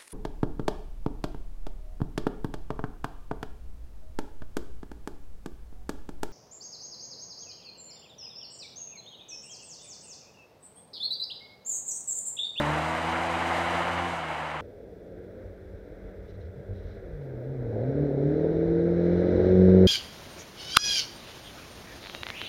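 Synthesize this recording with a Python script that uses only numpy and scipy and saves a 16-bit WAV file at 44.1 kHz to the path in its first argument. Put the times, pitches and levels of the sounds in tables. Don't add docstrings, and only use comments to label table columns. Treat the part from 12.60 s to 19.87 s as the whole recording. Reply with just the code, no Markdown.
import sys
import numpy as np
from scipy import signal
from scipy.fft import rfft, irfft, next_fast_len
from scipy.io import wavfile
from scipy.ndimage import uniform_filter1d

SR = 44100
rng = np.random.default_rng(int(sys.argv[2]) if len(sys.argv) > 2 else 0)


def transcribe(u):
    v = np.clip(np.atleast_2d(u).T, -1, 1)
    q = np.round(v * 32767).astype(np.int16)
    wavfile.write(sys.argv[1], SR, q)


N = 320607
T = np.arange(N) / SR


def amp(db):
    return 10 ** (np.asarray(db) / 20)


def rms_one(x):
    return x / np.sqrt(np.mean(x ** 2) + 1e-20)


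def in_time(rows):
    times, *columns = np.transpose(rows)
    return [np.interp(T, times, column) for column in columns]


def at_hz(points, hz):
    points_hz, points_db = np.array(points).T
    return np.interp(np.log(hz), np.log(points_hz), points_db)


def drift(rate):
    step = 40
    knots = rng.standard_normal(N // step + 1)
    lowpass = signal.butter(1, min(rate, 400), fs=SR / step, output="sos")
    slow = rms_one(signal.sosfiltfilt(lowpass, knots))
    return np.interp(np.arange(N) / step, np.arange(len(slow)), slow)


def colour(x, spectrum):
    size = next_fast_len(N)
    hz = np.fft.rfftfreq(size, 1 / SR) + 1e-3
    points_hz, points_db = np.array(spectrum).T
    gain_db = np.interp(np.log(hz), np.log(points_hz), points_db, left=-120, right=-120)
    return rms_one(irfft(rfft(x, size) * amp(gain_db), size)[:N])


def hiss(spectrum, patchy_db, rate):
    flicker = amp(patchy_db * drift(rate))
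    return colour(rng.standard_normal(N) * flicker, spectrum)


def burst(start, length):
    phase = np.clip((T - start) / length, 0, 1)
    return np.sin(np.pi * phase) ** 0.55


def orders(turns, multiples, levels_db, wobble_db):
    waver_hz, phase_spread = 9, 0.35
    total = np.zeros(N)
    for multiple, level_db in zip(multiples, levels_db):
        strength = np.sqrt(2) * amp(level_db + wobble_db * drift(waver_hz))
        cycles = multiple * turns + phase_spread * rng.random()
        total -= strength * np.cos(2 * np.pi * cycles)
    return total


def roar(turns, spectrum, gating, patchy_db):
    puffs = 1 + np.clip(gating, 0, 1) * np.cos(4 * np.pi * turns)
    flicker = amp(patchy_db * drift(17))
    return colour(rng.standard_normal(N) * puffs * flicker, spectrum)


def coming_car():
    # t/s, crank rate/Hz
    coming_speed = [(2.05, 105), (2.2, 102.8), (2.35, 89.5), (2.5, 88.9), (2.8, 94), (3.1, 94.9), (3.3, 98),
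                    (3.85, 91.5), (4.0, 93.5), (4.3, 104), (4.42, 96), (4.54, 77), (4.64, 68.8),
                    (4.8, 60.5), (4.92, 69), (5.08, 57.5), (5.17, 53.5), (5.29, 67), (5.41, 74), (5.57, 69),
                    (5.74, 77), (6.0, 82.5), (6.3, 85.8), (6.45, 86.5), (6.9, 92.2), (7.27, 93.5)]
    # t/s, then level/dB of firing note, other whole orders, half orders,
    # uneven firing, exhaust roar, snow spray
    coming_levels = [(2.02, -57, -50.5, -59, -55, -47.5, -67), (2.3, -58, -65, -71, -55, -46, -68),
                     (2.6, -50, -47, -49.5, -56, -47, -64.5), (2.8, -62, -59, -46.5, -62, -46, -62.5),
                     (3.0, -56.5, -50, -69, -56, -49, -64), (3.45, -55.5, -68, -65, -52.5, -47, -61.5),
                     (3.85, -56.5, -65, -67, -61, -48, -63.5), (4.12, -49.5, -54, -61, -53, -45.5, -63),
                     (4.3, -56.5, -56, -61, -53, -49, -60.5), (4.46, -56, -45.5, -65, -60, -44, -60),
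                     (4.58, -41, -73, -61, -53, -45.5, -60.5), (4.75, -37, -57, -49, -48, -42, -61),
                     (5.0, -34.5, -45, -45, -53, -39.5, -60), (5.2, -31.5, -42, -48, -41, -30.5, -56),
                     (5.44, -32, -30.5, -33, -42, -33.5, -54), (5.55, -30, -40, -37, -37, -32, -56),
                     (5.68, -30, -29.5, -32.5, -36.5, -33.5, -53), (5.88, -32, -31.5, -34, -35, -31, -52.5),
                     (6.1, -29.5, -26, -36, -32.5, -34.5, -52), (6.3, -27.5, -26.5, -33, -38, -31.5, -51.5),
                     (6.55, -25, -26, -30.5, -34, -32.5, -48), (6.76, -32, -25, -24, -30.5, -26, -47.5),
                     (6.88, -28.5, -21, -26, -31, -28.5, -46.5), (7.0, -16.5, -20, -31.5, -34, -32, -47.5),
                     (7.27, -17.5, -19, -31, -27, -31.5, -47.5)]
    # f/Hz, level/dB
    roar_spectrum = [(65, -26), (110, -11.5), (156, -16.5), (189, -16), (252, -14), (308, -10), (340, -15),
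                     (404, -7), (436, -3.5), (504, -6), (588, -10), (635, -13), (1100, -45.5),
                     (1430, -72.5), (2420, -120)]
    speed = uniform_filter1d(in_time(coming_speed)[0], size=2500)
    turns = np.cumsum(speed) / SR
    firing_db, whole_db, half_db, uneven_db, roar_db, spray_db = in_time(coming_levels)
    engine = coming_orders(turns, speed, firing_db, whole_db, half_db)
    exhaust = amp(roar_db) * roar(turns, roar_spectrum, 0.34, 0.25)
    exhaust += amp(uneven_db) * uneven_firing(turns)
    return engine + exhaust + exhaust_booms() + snow_spray(turns, spray_db)


def coming_orders(turns, speed, firing_db, whole_db, half_db):
    # f/Hz, level/dB
    note_colour = [(50, -14.5), (72, -9), (85, -11.5), (93, -2.5), (110, 1.5), (190, -3.7), (230, -0.5),
                   (270, 1), (330, -3.2), (390, -3.5), (430, 3), (465, 4), (490, -12.5), (520, -1.5),
                   (555, -4), (610, -12.5), (750, -27.5)]
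    whole_strengths = [-1.5, -19.5, 2.03, -12, -8.5, -11, -7.5]
    half_strengths = [-11, -5, -10.5, 1.5, -11.5]
    far_waver_db, near_waver_db, near_from_s = 2.5, 0.2, 5.8
    firing_waver_db = np.where(T < near_from_s, far_waver_db, near_waver_db)
    engine = orders(turns, [2], [firing_db], firing_waver_db)
    families = [([1, 3, 4, 5, 6, 7, 8], whole_db, whole_strengths),
                ([2.5, 3.5, 4.5, 5.5, 7.5], half_db, half_strengths)]
    for multiples, family_db, strengths in families:
        levels_db = [family_db + strength_db + at_hz(note_colour, multiple * speed)
                     for multiple, strength_db in zip(multiples, strengths)]
        engine += orders(turns, multiples, levels_db, 0.96)
    return engine


def uneven_firing(turns):
    # f/Hz, level/dB
    pipe_spectrum = [(120, -31), (210, -6), (227, -20.5), (269, -9), (313, -2.5), (354, -1), (373, -5),
                     (398, -0.5), (538, -15), (676, -18.5), (1000, -33), (1300, -71), (2200, -120)]
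    firing_count = np.floor(2 * turns).astype(int)
    at = np.flatnonzero(np.diff(firing_count)) + 1
    excess = np.zeros(N)
    excess[at] = rng.standard_normal(len(at))
    return colour(excess, pipe_spectrum)


def exhaust_booms():
    # t/s, peak level/dB, f/Hz, length/s
    boom_events = [(4.086, -28.5, 95, .056), (3.96, -40, 135, .06)]
    booms = np.zeros(N)
    for start, peak_db, hz, length in boom_events:
        booms += amp(peak_db) * burst(start, length) * np.sin(2 * np.pi * hz * (T - start))
    return booms


def snow_spray(turns, spray_db):
    # f/Hz, level/dB
    coarse_spectrum = [(530, -15.5), (900, -7), (1050, -13.5), (1430, -3), (1610, -1.5), (1790, -7),
                       (1990, -6), (2250, -10.5), (2710, -26), (2900, -38), (3770, -45.5), (6380, -120)]
    # f/Hz, level/dB
    fine_spectrum = [(1590, -43.5), (2700, -15), (2900, -6), (3200, -9.5), (3480, -3.5), (4000, 1),
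                     (4450, -13), (5380, -11), (6060, -14.5), (7030, -33), (7500, -27), (8200, -46),
                     (9640, -24.5), (10500, -39), (12200, -40.5), (14500, -42.5)]
    # t/s, level/dB, length/s
    crunch_events = [(3.675, -70, 0.048), (3.738, -75, 0.027), (3.796, -72, 0.045), (3.847, -74, .03),
                     (4.13, -74, 0.11), (4.218, -73, 0.18)]
    fine_gain = amp(-62.5 + 1.42 * (spray_db + 50))
    for start, level_db, length in crunch_events:
        fine_gain += amp(level_db) * burst(start, length)
    coarse = amp(spray_db) * roar(turns, coarse_spectrum, 0.062, 0.59)
    return coarse + fine_gain * hiss(fine_spectrum, 0.6, 40)


def leaving_car():
    # t/s, crank rate/Hz
    leaving_speed = [(0, 72.5), (.17, 76.8), (.3, 80.3), (.6, 83.8), (.95, 85), (1.5, 86.7), (1.63, 80),
                     (2.01, 75.5)]
    # t/s, exhaust roar level/dB, hiss level/dB
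    leaving_levels = [(0, -31, -46.5), (.17, -30, -48.5), (.3, -32, -49), (.6, -30.5, -49.5),
                      (.95, -29, -47), (1.2, -29, -49), (1.5, -32, -50), (1.63, -34, -55.5),
                      (1.75, -33, -54.5), (2.01, -35.5, -58)]
    # steady level/dB, extra level at the launch/dB, loss off throttle/dB
    order_levels = [(-43.5, 4, 7.5), (-43, 10.5, 2.5), (-44, -2, 13.5), (-43, 6.5, 12.5), (-47.5, 1, 10),
                    (-44.5, 4, 4), (-40.5, -6.5, 26), (-43.5, 1, 22)]
    # f/Hz, level/dB
    roar_spectrum = [(29, -41), (50, -17), (76, -15), (114, -11.5), (172, -11), (201, -16), (250, -7.5),
                     (289, -8.5), (344, -4.5), (386, -12), (494, -2.5), (753, 2), (1600, -4.5), (2080, -9),
                     (3520, -120)]
    # f/Hz, level/dB
    rasp_spectrum = [(820, 3), (1400, -13.5), (2160, -1), (2470, -7.5), (2950, -5.5), (3380, -14.5),
                     (3800, -22), (4940, -24), (8360, -120)]
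    # f/Hz, level/dB
    hiss_spectrum = [(2060, -22.5), (3500, 0), (4020, 3.5), (4410, -7.5), (4840, -3), (5280, -8.5),
                     (5730, -5.5), (8490, -7.5), (14200, -26), (15600, -30)]
    launch_s = 0.24
    lift_s, lift_takes_s = 1.454, 0.17
    speed = uniform_filter1d(in_time(leaving_speed)[0], size=4000)
    turns = np.cumsum(speed) / SR
    roar_db, hiss_db = in_time(leaving_levels)
    launch = np.exp(-(T / launch_s) ** 2)
    lifted = np.clip((T - lift_s) / lift_takes_s, 0, 1)
    order_db = [steady_db + extra_db * launch - loss_db * lifted
                for steady_db, extra_db, loss_db in order_levels]
    engine = orders(turns, [1, 2, 3, 4, 6, 8, 9, 12], order_db, 1.3)
    exhaust = roar(turns, roar_spectrum, 0.1, 1.0)
    exhaust += amp(-6) * roar(turns, rasp_spectrum, 0.089, 0.59)
    bright = amp(hiss_db) * roar(turns, hiss_spectrum, 0.1, 1.1)
    return engine + amp(roar_db) * exhaust + bright


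def wind_on_box():
    # t/s, level/dB
    gusts = [(2.02, -51), (2.33, -51), (2.6, -50.5), (2.93, -45.5), (3.22, -45.5), (3.75, -38.5),
             (3.96, -44.5), (4.28, -39.5), (4.55, -44), (4.93, -44.5), (5.7, -49), (6.08, -37.5),
             (6.25, -44), (6.93, -36), (7.25, -41)]
    # f/Hz, level/dB
    rumble_spectrum = [(15, -34), (25, -16.5), (38, 0), (52, 1), (70, -3), (95, 2.5), (120, -16),
                       (150, -17.5), (200, -43)]
    return amp(in_time(gusts)[0]) * hiss(rumble_spectrum, 3.0, 11)


def self_noise():
    # f/Hz, level/dB
    floor_spectrum = [(1470, -26), (2500, -5), (3070, -9.5), (3450, 0), (3720, -7), (4050, -7),
                      (4210, -9.5), (4510, -9), (5540, -9.5), (6710, -15.5), (9910, -16.5), (15100, -15.5),
                      (15600, -7.5)]
    return amp(-75) * hiss(floor_spectrum, 0.6, 30)


def scene():
    cut_s = 2.009
    boxed = coming_car() + wind_on_box() + self_noise()
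    return np.where(T < cut_s, leaving_car(), boxed)[None]


def record(dry):
    lowpass = signal.ellip(14, 0.5, 70, 15680, fs=SR, output="sos")
    return signal.sosfilt(lowpass, dry)


dry = scene()
out = record(dry)
transcribe(out)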